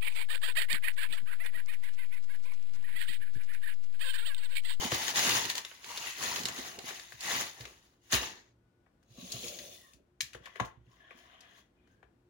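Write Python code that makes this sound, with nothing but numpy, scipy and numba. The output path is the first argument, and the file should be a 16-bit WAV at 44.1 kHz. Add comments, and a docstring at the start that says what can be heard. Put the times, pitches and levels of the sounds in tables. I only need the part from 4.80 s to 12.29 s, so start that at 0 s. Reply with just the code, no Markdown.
"""Crushed ice crunches and crackles in a film bag kneaded close to a phone on a kitchen worktop, then drops
aside; a plastic bottle and beaker scrape away, a stick blender is lifted and rattles, its cable drags behind.
Contact sounds are pings: dense rain for rustle and scrape, narrow for resonances, longer for squeaks and thuds.
A small hard room adds a decaying noise tail; shaped noise, a sine hum and a whine make the background."""
import sys
import numpy as np
from scipy import signal
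from scipy.fft import rfft, irfft, next_fast_len
from scipy.io import wavfile
from scipy.ndimage import uniform_filter1d, map_coordinates
from numba import njit

SR = 44100
rng = np.random.default_rng(int(sys.argv[2]) if len(sys.argv) > 2 else 0)


def store_pcm(level_fs):
    """Save levels as 16-bit WAV."""
    pcm = np.round(np.clip(level_fs, -1, 1) * 32767).astype(np.int16)
    wavfile.write(sys.argv[1], SR, np.atleast_2d(pcm).T)


N = 330309
HZ = np.fft.rfftfreq(next_fast_len(N + SR), 1 / SR)
HANDLING_TRIM_DB = -3.5  # on bag, bottle and cable; their table levels are before this trim
BAG_PAN_DB, CABLE_PAN_DB = 0.1, 2.5  # left minus right


def undb(db):
    """Level in dB to amplitude factor."""
    return 10 ** (np.asarray(db) / 20)


def on_log(hz, table):
    """Read (Hz, value) rows on a log-frequency axis."""
    f, v = np.transpose(table)
    return np.interp(np.log(np.maximum(hz, 1)), np.log(f), v)


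def mic_db(hz):
    """Colour of the phone's ports; flat below 1 kHz."""
    # response of the ports: (frequency [Hz], gain [dB])
    response = [(590, -33), (1000, -3.5), (1070, -0.5), (1350, -2), (1970, 1), (2180, -2.5), (3480, 0),
                (5610, -3), (6600, 1.5), (7250, -5), (8150, -17), (10600, -6.5), (13400, -21),
                (15100, -6.5), (16200, -16)]
    return on_log(hz, response[1:-1])


def shape(x, gain):
    """Filter by a gain per frequency bin."""
    size = next_fast_len(N + SR)
    return irfft(rfft(x, size) * gain, size)[..., :N]


def walk(rate_hz):
    """Slow chance with spread near 1."""
    k = int(SR / rate_hz)
    steps = np.repeat(rng.standard_normal(N // k + 1), k)
    return 1.3 * uniform_filter1d(uniform_filter1d(steps, k), k)[:N]


@njit
def ring(start, hz, tau, left, right, n):
    """Each ping swells and dies as t exp(-t / tau); left and right carry its size and phase at each port."""
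    out = np.zeros((2, n))
    for g in range(len(hz)):
        p = np.exp(2j * np.pi * hz[g] / SR - 1 / tau[g])
        z = np.e / tau[g] + 0j  # envelope peaks at 1
        for i in range(min(int(8 * tau[g]), n - start[g])):
            out[0, start[g] + i] += i * (z * left[g]).imag
            out[1, start[g] + i] += i * (z * right[g]).imag
            z *= p
    return out


def pings(s, hz, cycles, size, pan_db, lag_ms=0.2335, wide_db=3.0):
    """Every ping comes from its own spot: it reaches the two ports at different phases and levels."""
    turn, lag, side = rng.random((len(s), 3)).T
    pan_db = pan_db + wide_db * 2 * (2 * side - 1)
    left = size * undb(pan_db / 2) * np.exp(2j * np.pi * turn)
    lag_turns = hz * lag_ms / 1000 * 2 * lag  # lag_ms is the mean
    right = left * undb(-pan_db) * np.exp(2j * np.pi * lag_turns)
    start = np.clip(s * SR, 0, N - 1).astype(np.int64)
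    return ring(start, hz, cycles * SR / hz, left, right, N)


def ping_energy(hz, cycles):
    """Energy of a ping of size 1: amplitude squared times seconds."""
    return np.e ** 2 * cycles / hz / 8


def levels(s, weight, middle, main, fizz, pan_db):
    """Rows (time [s], four band levels [dB], left minus right [dB])."""
    return np.transpose(np.broadcast_arrays(s, weight, middle, main, fizz, pan_db))


def density_db(table, bands, when, hz):
    """Level per Hz at the source: each band's level is spread evenly over the band."""
    s, *band_levels_db, _ = np.transpose(table)
    per_hz = []
    for db, band in zip(band_levels_db, bands):
        heard_power = np.sum(undb(2 * mic_db(np.arange(*band))))
        per_hz.append(np.interp(when, s, db) - 10 * np.log10(heard_power))
    place = np.interp(np.log(hz), np.log(np.ravel(bands)), np.repeat(np.arange(4), 2))
    return map_coordinates(np.array(per_hz), [place, np.arange(len(hz))], order=1)


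def rain(table, rate, scatter_db):
    """Times, sample places, sizes (rms 1, a few much larger) and pans of a rain of pings."""
    t0, t1 = table[0][0], table[-1][0]
    when, luck = rng.random((int(rate * (t1 - t0)), 2)).T
    when = t0 + when * (t1 - t0)
    size = undb(-scatter_db * np.log(np.maximum(luck, 1e-3)))
    pan_db = np.interp(when, *np.transpose(table)[[0, -1]])
    return when, (when * SR).astype(int), size / np.sqrt(np.mean(size ** 2)), pan_db


def rustle(table, bands, scatter_db, cycles, patchy_db, rate=14000):
    """Dense short pings of every pitch, coming in patches; rate in pings per second."""
    when, at, size, pan_db = rain(table, rate, scatter_db)
    low, high = np.sqrt(75), np.sqrt(17000)
    hz = (low + rng.random(len(when)) * (high - low)) ** 2
    share = 1 / (2 * np.sqrt(hz) * (high - low))  # share of the pings per Hz
    db = density_db(table, bands, when, hz) + patchy_db * walk(40)[at]
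    size = size * undb(db) / np.sqrt(rate * share * ping_energy(hz, cycles))
    return pings(when, hz, cycles, size, pan_db)


def resonances(table, bands, modes, drift, come_go_db, rate=150):
    """Pings gathered on a few pitches that drift slightly and come and go."""
    out = 0
    for f, width_hz, over_db in modes:
        when, at, size, pan_db = rain(table, rate, 1.1)
        hz = f * (1 + drift * walk(3.3)[at])
        cycles = hz / width_hz / 5
        db = density_db(table, bands, when, hz) + over_db + come_go_db * walk(7)[at]
        size = size * undb(db) * np.sqrt(width_hz / (rate * ping_energy(hz, cycles)))
        out = out + pings(when, hz, cycles, size, pan_db)
    return out


def ticks(table, spread_ms, low_db, thin_db_oct, top_db, count=64):
    """One clear ping and a shower of splinters that thins out; the higher the ring, the weaker the low ones."""
    # pitches of the splinters: (lowest [Hz], dull [Hz], bright [Hz], highest [Hz])
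    splinter_hz = (700, 2000, 4600, 11000)
    s, db, hz, dull_db, bright_db, pan_db = (np.repeat(c, count) for c in np.transpose(table))
    pan_db = np.clip(pan_db, -9, 9)
    octaves_up = np.clip(np.log2(hz / splinter_hz[1]), 0, None)
    lowest_db = dull_db + low_db - thin_db_oct * octaves_up
    splinter_db = np.array([lowest_db, dull_db, bright_db, bright_db + top_db])
    late, pitch = rng.random((len(s), 2)).T
    late_s = -np.log(late) * spread_ms / 1000
    # splinters are spread over a log pitch scale: place 0 is the lowest pitch, 3 the highest
    place = 4 * (np.arange(len(s)) % count + pitch) / count - .7
    f = np.clip(splinter_hz[0] * (splinter_hz[3] / splinter_hz[0]) ** (place / 3), 200, 17000)
    level_db = map_coordinates(splinter_db, [np.clip(place, 0, 3), np.arange(len(s))], order=1)
    shower = pings(s + late_s, f, 1.21 * (f / 2000) ** 0.23, undb(level_db - mic_db(f)), pan_db)
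    k = slice(None, None, count)
    clear = pings(s[k], hz[k], 1.2, undb(db[k] - mic_db(hz[k])), pan_db[k], lag_ms=.02, wide_db=0.)
    return shower + clear


def kneading():
    """Fizz follows the film; the lumps follow film and weight of the shifting ice."""
    # kneading: (time [s], film level [dB], weight of shifting ice [dB])
    strokes = [(0.0, -33.5, -39), (0.07, -34.5, -50), (0.1, -38, -59.5), (0.12, -33, -41.5),
               (0.17, -38, -53.5), (0.22, -32, -51), (0.25, -38.5, -54.5), (0.291, -33, -54.5),
               (0.33, -45.5, -54.5), (0.37, -26, -44), (0.45, -31.5, -48.5), (0.488, -25, -41),
               (0.64, -33.5, -49), (0.681, -43.5, -46.5), (0.7, -32.5, -63.5), (0.74, -47, -55),
               (0.778, -33, -55), (0.809, -52, -71), (0.87, -49.5, -82), (1.02, -57.5, -73),
               (1.101, -41, -59), (1.27, -40, -58.5), (1.34, -43.5, -80.5), (1.4, -44.5, -51.5),
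               (1.432, -33, -49.5), (1.52, -33.5, -49.5), (1.65, -45.5, -55), (1.79, -43, -55),
               (1.93, -48.5, -63.5), (2.0, -52.5, -48), (2.03, -49, -77), (2.09, -39, -56),
               (2.17, -51, -71.5), (2.37, -56.5, -83.5), (2.42, -41, -58), (2.47, -35.5, -52.5),
               (2.56, -30.5, -43.5), (2.622, -34, -50.5), (2.72, -54, -72), (2.81, -50.5, -60),
               (3.05, -68.5, -82.5), (3.2, -80, -75)]
    lumps_over_film_db, lumps_weight_share, fizz_over_film_db = -5.5, 0.37, -8
    s, film, weight = np.transpose(strokes)
    lumps = film + lumps_over_film_db + lumps_weight_share * (weight - film)
    return levels(s, weight, lumps, film, film + fizz_over_film_db, BAG_PAN_DB)


def landing():
    """The bag rushes in and lands; the treble settles first, the ice slumps once more, all comes to rest."""
    # peak levels: (weight [dB], lumps [dB], film [dB], fizz [dB])
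    peak_db = (-42, -38.5, -25.5, -33)
    # settling rates: (weight [dB/s], lumps [dB/s], film [dB/s], fizz [dB/s])
    settle_db_s = (85, 110, 120, 151)
    drop_s = 3.328
    rush_s, attack_s = .13, 0.032  # before the drop
    slump_s, slump_rise_s, settle_s = 0.16, 0.023, .4  # slump and settling start and end after the drop
    rush_db, attack_db = -54.5, -33.5  # relative to peak
    slump_db, rest_db = 2, -7.5  # relative to the settling line
    since = np.array([0, slump_s, slump_s + slump_rise_s, settle_s])
    s = drop_s + np.r_[-rush_s, -attack_s, since]
    lift = np.array([0, 0, slump_db, rest_db])
    db = [peak + np.r_[rush_db, attack_db, lift - fall * since] for peak, fall in zip(peak_db, settle_db_s)]
    return levels(s, *db, BAG_PAN_DB)


def ice_bag():
    """Film and ice rustle, with steady resonances, through kneading and landing."""
    # weight, lumps, film, fizz: (low edge [Hz], high edge [Hz])
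    bands = ((80, 450), (700, 1300), (1500, 7000), (8000, 16000))
    # steady resonances heard over the rustle: (frequency [Hz], width [Hz], level over the rustle [dB])
    modes = [(350, 66, -3.5), (903, 120, 8.5), (1950, 250, 1), (2834, 190, 3), (3593, 170, 0.5)]
    out = 0
    for table in (kneading(), landing()):
        out = out + rustle(table, bands, scatter_db=2.4, cycles=1.4, patchy_db=2.0)
        out = out + resonances(table, bands, modes, drift=.07, come_go_db=2.0)
    return out


def film_snaps():
    """The film snaps: a clear ping and a short shower of splinters."""
    # snaps: (time [s], ring level [dB], ring pitch [Hz], dull splinters [dB], bright splinters [dB],
    # left minus right [dB])
    snaps = [(0.1185, -26, 2870, -34.5, -32.5, -1), (0.1454, -26.5, 3550, -49.5, -32, -6),
             (0.2508, -29, 3600, -50.5, -41, -3.5), (0.2807, -23.5, 6800, -42, -33.5, 8.5),
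             (0.3576, -28, 3660, -41, -30.5, -0.5), (0.3914, -28, 6300, -51, -27, -4.5),
             (0.4496, -29, 6060, -40.5, -31, -3.5), (0.4936, -26.5, 2720, -43.5, -27.5, -5.5),
             (0.5788, -29, 3720, -43.5, -38.5, -7.5), (0.6524, -36.5, 2680, -41.5, -35.5, -8),
             (0.6998, -21.5, 3770, -47, -31, -6.5), (0.7526, -35, 2940, -48, -32.5, 0),
             (0.7799, -27.5, 3300, -44, -33.5, -1), (0.8493, -28.5, 3470, -47.5, -38.5, 1.7),
             (0.9142, -39.5, 2860, -52.5, -62, -4.5), (1.0435, -39, 2580, -52, -46.5, -8),
             (1.1743, -28, 3700, -48, -35, 2), (1.5599, -28, 3040, -45, -31.5, -2),
             (1.6342, -34, 3000, -60, -37.5, -14), (1.6544, -23.5, 4150, -41, -27, -3.5),
             (1.686, -27, 7000, -42, -36.5, 0.5), (1.7877, -29, 6600, -49.5, -45, -14),
             (1.9887, -36.5, 4400, -51, -41, -6), (2.0895, -38.5, 1830, -63, -41.5, 5),
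             (2.1075, -39, 1730, -44.5, -57, 1), (2.1963, -40.5, 1780, -55.5, -43.5, 4.5),
             (2.3219, -42.5, 1720, -53.5, -56, 6), (2.4079, -32, 6400, -61, -36.5, -1.5),
             (2.808, -38, 4470, -53, -46, -1), (2.8529, -40.5, 2360, -47.5, -45.5, 2)]
    return ticks(snaps, spread_ms=2.3, low_db=-12.5, thin_db_oct=1.5, top_db=-8.5)


def thuds(reach_oct=0.39):
    """The two lowest worktop modes boom and thump; of the others those nearest the knock's centre sound most."""
    # low knocks on the worktop: (time [s], knock centre [Hz], boom drive [dB], thump drive [dB],
    # knock drive [dB], damping by the hand [0-1])
    knocks = [(0.049, 222, -61, -50.5, -31.5, 0.54), (0.122, 357, -59, -34, -31, 0.53),
              (0.467, 204, -71, -51, -33, 0.43), (0.551, 231, -68, -44, -44, 0.2),
              (1.599, 233, -75, -64, -40, 0.4), (1.639, 183, -70, -54, -41.5, 0.1),
              (1.784, 285, -62, -67, -38, 0.4), (1.985, 304, -71, -60, -31.5, 0.84),
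              (2.038, 299, -77, -60.5, -45, 0.45), (2.339, 453, -66, -56.5, -72, 0.5),
              (2.801, 477, -58, -47, -54, 0.16), (3.333, 370, -40, -36, -38, 0.44),
              (4.301, 162.3, -65, -56, -68, 0.23), (4.376, 223, -70, -59, -42.5, 0.3),
              (4.425, 198, -63.5, -63.5, -42.5, 0), (4.538, 175, -60, -46, -53, 0),
              (4.637, 367, -72, -70, -41, 0), (5.141, 179, -62, -67.5, -58, 0.72),
              (5.426, 158, -68, -56.5, -59, 0.37), (5.55, 406, -55.5, -51.5, -43.5, 0.6),
              (5.599, 161, -73, -57.5, -54, 0.5), (5.809, 157, -51, -35.5, -36, 0.44),
              (5.971, 300, -62, -56, -69, 0.44), (6.003, 170, -75, -61, -64, 0.35),
              (6.07, 170, -76, -58.5, -60, 0.1), (6.346, 250, -85, -81, -59, 0.1)]
    # worktop modes: (frequency [Hz], gain over the drive [dB], undamped t60 [s])
    modes = [(62, 0.5, 0.59), (120.4, 2, 0.18), (180, -5, 0.15), (247, -4.5, 0.11), (350, -7, 0.15),
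             (480, 1, 0.098)]
    s, hz, boom_db, thump_db, knock_db, damp = (np.repeat(c, len(modes)) for c in np.transpose(knocks))
    f, mode_db, t60_s = np.tile(np.transpose(modes), len(knocks))
    mode = np.arange(len(s)) % len(modes)
    near = np.exp(-.5 * (np.log2(f / hz) / reach_oct) ** 2) + 0.067
    upper = np.where(mode == 1, undb(thump_db), near * undb(knock_db))
    drive = np.where(mode == 0, undb(boom_db), upper)
    cycles = f * t60_s * (1 - np.clip(damp, 0, .9)) / 14
    return pings(s, f, cycles, drive * undb(mode_db - mic_db(f)), 0., lag_ms=.3, wide_db=-2.7)


def sliding():
    """Rub and fizz follow the scrape; the fizz gains on it as the slide goes on."""
    # sliding bottle and beaker: (time [s], scrape level [dB], weight level [dB])
    strokes = [(4.199, -100, -85), (4.31, -66.5, -78), (4.36, -64, -66), (4.385, -53.5, -64),
               (4.474, -51, -61), (4.55, -44, -50.5), (4.6, -46.5, -54), (4.655, -43, -54),
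               (4.695, -46, -61.5), (4.78, -50.5, -57), (4.92, -56, -65.5), (5.05, -63.5, -74),
               (5.16, -73.5, -80.5), (5.2, -100, -65)]
    rub_over_scrape_db, fizz_over_scrape_db, brighten_db_s, pan_db = -14.5, -8, 7, 1.1
    s, scrape, weight = np.transpose(strokes)
    fizz = scrape + fizz_over_scrape_db + brighten_db_s * (s - s[0])
    return levels(s, weight, scrape + rub_over_scrape_db, scrape, fizz, pan_db)


def bottle_and_beaker():
    """Plastic scrapes and rings along; grip and contact move its resonances and let them come and go."""
    # weight, rub, scrape, fizz: (low edge [Hz], high edge [Hz])
    bands = ((80, 650), (900, 2000), (2400, 7000), (8000, 16000))
    # resonances of the plastic: (frequency [Hz], width [Hz], level over the scraping [dB])
    modes = [(200, 35, 3), (355, 30, 4), (540, 35, 7), (700, 60, -2), (2700, 160, 2), (3200, 180, 4),
             (4400, 220, 4), (6600, 250, 2)]
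    scrape = rustle(sliding(), bands, scatter_db=1.9, cycles=2.5, patchy_db=1.3)
    return scrape + resonances(sliding(), bands, modes, drift=.04, come_go_db=3.5)


def rattling():
    """Each rattle jumps up and falls away steadily; in each band the loudest at each moment is heard."""
    # loose parts of the blender after a knock: (time [s], drone peak [dB], scrape peak [dB], fizz peak [dB])
    rattles = [(5.55, -58, -53, -59), (5.664, -64, -52, -70), (5.765, -67, -50, -68),
               (5.802, -37.5, -41.5, -49), (5.835, -50, -62, -75), (5.856, -52, -76, -55)]
    rise_db_s, fall_db_s, weight_over_drone_db = 3996.5, 698, -4.5
    at, *peaks = np.transpose(rattles)
    s = np.arange(5.5, 5.95, .002)
    since = s[:, None] - at
    fade = np.where(since < 0, rise_db_s * since, -fall_db_s * since)
    drone, scrape, fizz = (np.max(db + fade, axis=1) for db in peaks)
    return levels(s, drone + weight_over_drone_db, drone, scrape, fizz, CABLE_PAN_DB)


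def dragging():
    """A hand slides on the blender, then the cable drags; the drone follows the scrape."""
    # hand and cable: (time [s], scrape level [dB], treble level [dB])
    strokes = [(5.42, -85, -64.5), (5.52, -72.5, -67), (5.6, -76, -86), (5.64, -59, -67),
               (5.72, -64, -72.5), (5.79, -64.5, -68.5), (5.88, -71.5, -87), (5.949, -78, -100),
               (6.02, -83, -91.5), (6.129, -71, -72), (6.27, -63.5, -80), (6.39, -63, -65.5),
               (6.52, -62, -74.5), (6.64, -65.5, -80), (6.79, -66, -65.5), (6.92, -94, -104),
               (7.04, -79, -97.5), (7.12, -81.5, -80.5), (7.2, -91.5, -100), (7.35, -100, -105)]
    weight_db, drone_over_scrape_db = -76, -5.5
    s, scrape, treble = np.transpose(strokes)
    return levels(s, weight_db, scrape + drone_over_scrape_db, scrape, treble, CABLE_PAN_DB)


def blender_and_cable():
    """Rattling parts and dragging cable; the blender rings along, its resonances moved by grip and contact."""
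    # weight, drone, scrape, fizz: (low edge [Hz], high edge [Hz])
    bands = ((80, 450), (550, 1100), (1300, 3400), (4500, 16000))
    # resonances of the blender: (frequency [Hz], width [Hz], level over the rustle [dB])
    modes = [(300, 80, 2), (668, 90, 2), (1080, 100, 1), (1650, 200, 1), (1950, 220, 1), (3100, 300, 1),
             (5800, 500, 0)]
    out = 0
    for table in (rattling(), dragging()):
        out = out + rustle(table, bands, scatter_db=2.2, cycles=1.95, patchy_db=2.0)
        out = out + resonances(table, bands, modes, drift=.05, come_go_db=2.0)
    return out


def taps():
    """Nails and hard plastic tap: a clear ping and a looser shower of splinters."""
    # taps: (time [s], ring level [dB], ring pitch [Hz], dull splinters [dB], bright splinters [dB],
    # left minus right [dB])
    hits = [(4.0626, -66.5, 1830, -69, -90, 4.4), (4.2278, -68.5, 1480, -81, -71, 2.7),
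            (4.52, -26, 6660, -79, -30.5, 0.48), (4.6817, -28, 6680, -93, -40, 1.0),
            (4.789, -34, 4470, -51, -45, 5.2), (5.134, -53, 2600, -81, -59, 4.7),
            (5.4064, -20, 6080, -37.5, -25.5, 1.9), (5.5325, -45, 2590, -56.5, -50.5, 3.2),
            (5.5477, -42, 1640, -51, -56, 3.8), (5.6567, -41, 3290, -45.5, -51, 1.7),
            (5.6718, -44.5, 1030, -54, -67.5, 2.9), (5.7565, -46, 2120, -49, -56, 4),
            (5.7984, -24, 1067, -30.5, -45.5, 2.4), (5.8491, -51, 654, -54, -52, 2.2),
            (6.3076, -44, 2300, -49, -67.5, 4.5), (6.6064, -55, 5070, -76, -53, 3.7),
            (7.0736, -66, 1360, -73.5, -76, 4.0), (7.228, -56, 851, -61, -79, 9.6)]
    return ticks(hits, spread_ms=4.1, low_db=-9, thin_db_oct=23.5, top_db=-8)


def squeaks(rate=200, width_hz=85., waver=.025):
    """Plastic or skin catches and sings for a moment: long pings on one slightly wavering pitch."""
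    # squeaks: (start [s], end [s], pitch [Hz], level [dB])
    catches = [(2.801, 2.92, 455, -65), (4.372, 4.43, 1090, -68.5), (4.503, 4.571, 1190, -66),
               (4.699, 4.778, 550, -54.5), (4.838, 4.922, 550, -61), (4.975, 5.111, 1950, -68),
               (5.032, 5.116, 1140, -72), (5.149, 5.219, 350, -74), (5.662, 5.77, 2010, -65),
               (6.094, 6.175, 1086, -73.5), (6.20, 6.297, 1687, -65), (6.618, 6.79, 1675, -74),
               (6.966, 7.072, 2440, -83), (7.092, 7.209, 1616, -78.5)]
    out = 0
    for t0, t1, f, db in catches:
        when, at, size, pan_db = rain([(t0, 1.), (t1, 1.)], rate, 0.74)
        hz = f * (1 + waver * walk(15)[at])
        cycles = hz / width_hz / 5
        size = size * undb(db - mic_db(f)) / np.sqrt(rate * ping_energy(hz, cycles))
        out = out + pings(when, hz, cycles, size, pan_db)
    return out


def room(x):
    """Decaying noise, other for each port; the treble dies first."""
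    t60_low_s, t60_high_s = 0.28, 0.17
    tail_db = -6  # before the bass cut
    t = np.arange(SR // 2) / SR
    noise = rng.standard_normal((2, len(t))) * np.clip(t / 0.0026, 0, 1)
    low = signal.lfilter(*signal.butter(1, 2500, fs=SR), noise)
    tail = low * undb(-60 * t / t60_low_s) + (noise - low) * undb(-60 * t / t60_high_s)
    tail = tail / np.sqrt(np.sum(tail ** 2) / 2)
    tail = signal.lfilter(*signal.butter(2, 300, "high", fs=SR), tail)
    return undb(tail_db) * signal.fftconvolve(x, tail, axes=1)[:, :N]


def kitchen():
    """Room noise, nearly alike at both ports in the bass, under a wavering fridge hum and a faint whine."""
    # relative spectrum of the room noise: (frequency [Hz], density [dB per Hz])
    spectrum = [(15, -45.5), (25, -15), (55, -3.5), (145, -15.5), (180, -9.5), (206, -15), (293, -12),
                (384, -22), (427, -18.5), (1230, -31.5), (1480, -31), (1650, -34.5), (16000, -54.5)]
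    # fridge hum: (frequency [Hz], mean level [dB rms])
    hum_tones = [(58, -87.5), (118, -81), (350, -83.5)]
    # whine: (time [s], mean level [dB rms])
    whine_levels = [(2.8, -110), (3.2, -94.5), (3.75, -93.5), (4.0, -83.5), (4.45, -102), (5.9, -104),
                    (6.05, -85), (6.3, -110)]
    air_db, whine_hz = -72.5, 1470
    t = np.arange(N) / SR
    mid, side = rng.standard_normal((2, N)) * undb(0.88 * walk(2.1))
    colour = undb(on_log(HZ, spectrum))
    colour = colour * undb(air_db - mic_db(HZ)) / np.sqrt(np.mean(colour ** 2))
    side_colour = colour * np.clip(HZ / 900, .1, 1)
    air = shape(mid, colour) + shape(side, side_colour) * np.array([[1], [-1]])
    hum = 0
    for f, db in hum_tones:
        hum_level = undb(db + 5 * walk(14) - mic_db(f))
        hum = hum + hum_level * np.sin(2 * np.pi * f * t + 2.5 * walk(12))
    whine_db = np.interp(t, *np.transpose(whine_levels)) + 2.7 * walk(9.8)
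    whine = undb(whine_db - mic_db(whine_hz)) * np.sin(2 * np.pi * whine_hz * t)
    return air + np.sqrt(2) * (hum + whine)


def scene():
    """Handling, squeaks, thuds and ticks excite the room; the kitchen lies below, stronger on the left."""
    handling = ice_bag() + bottle_and_beaker() + blender_and_cable()
    near = undb(HANDLING_TRIM_DB) * handling + squeaks() + thuds()
    near = near + film_snaps() + taps()
    return near + room(near) + kitchen() * undb([[1.5], [-1.5]])


def record(dry):
    """The ports colour the treble, each a little differently; the deepest bass and the top are cut."""
    # balance of the ports: (frequency [Hz], left minus right [dB])
    balance = [(60, -3.0), (110, -3.5), (200, -2.5), (380, -0.5), (700, -1.5), (1290, 3.0), (2380, 4.5),
               (4400, 0.5), (8120, 3.5), (15000, -0.5)]
    top_hz = 16000
    port_db = mic_db(HZ) + on_log(HZ, balance) * np.array([[.5], [-.5]])
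    heard = shape(dry, undb(port_db))
    heard = signal.lfilter(*signal.butter(2, 45, "high", fs=SR), heard)
    return signal.sosfilt(signal.ellip(8, .2, 60, top_hz, fs=SR, output="sos"), heard)


dry = scene()
out = record(dry)
store_pcm(out)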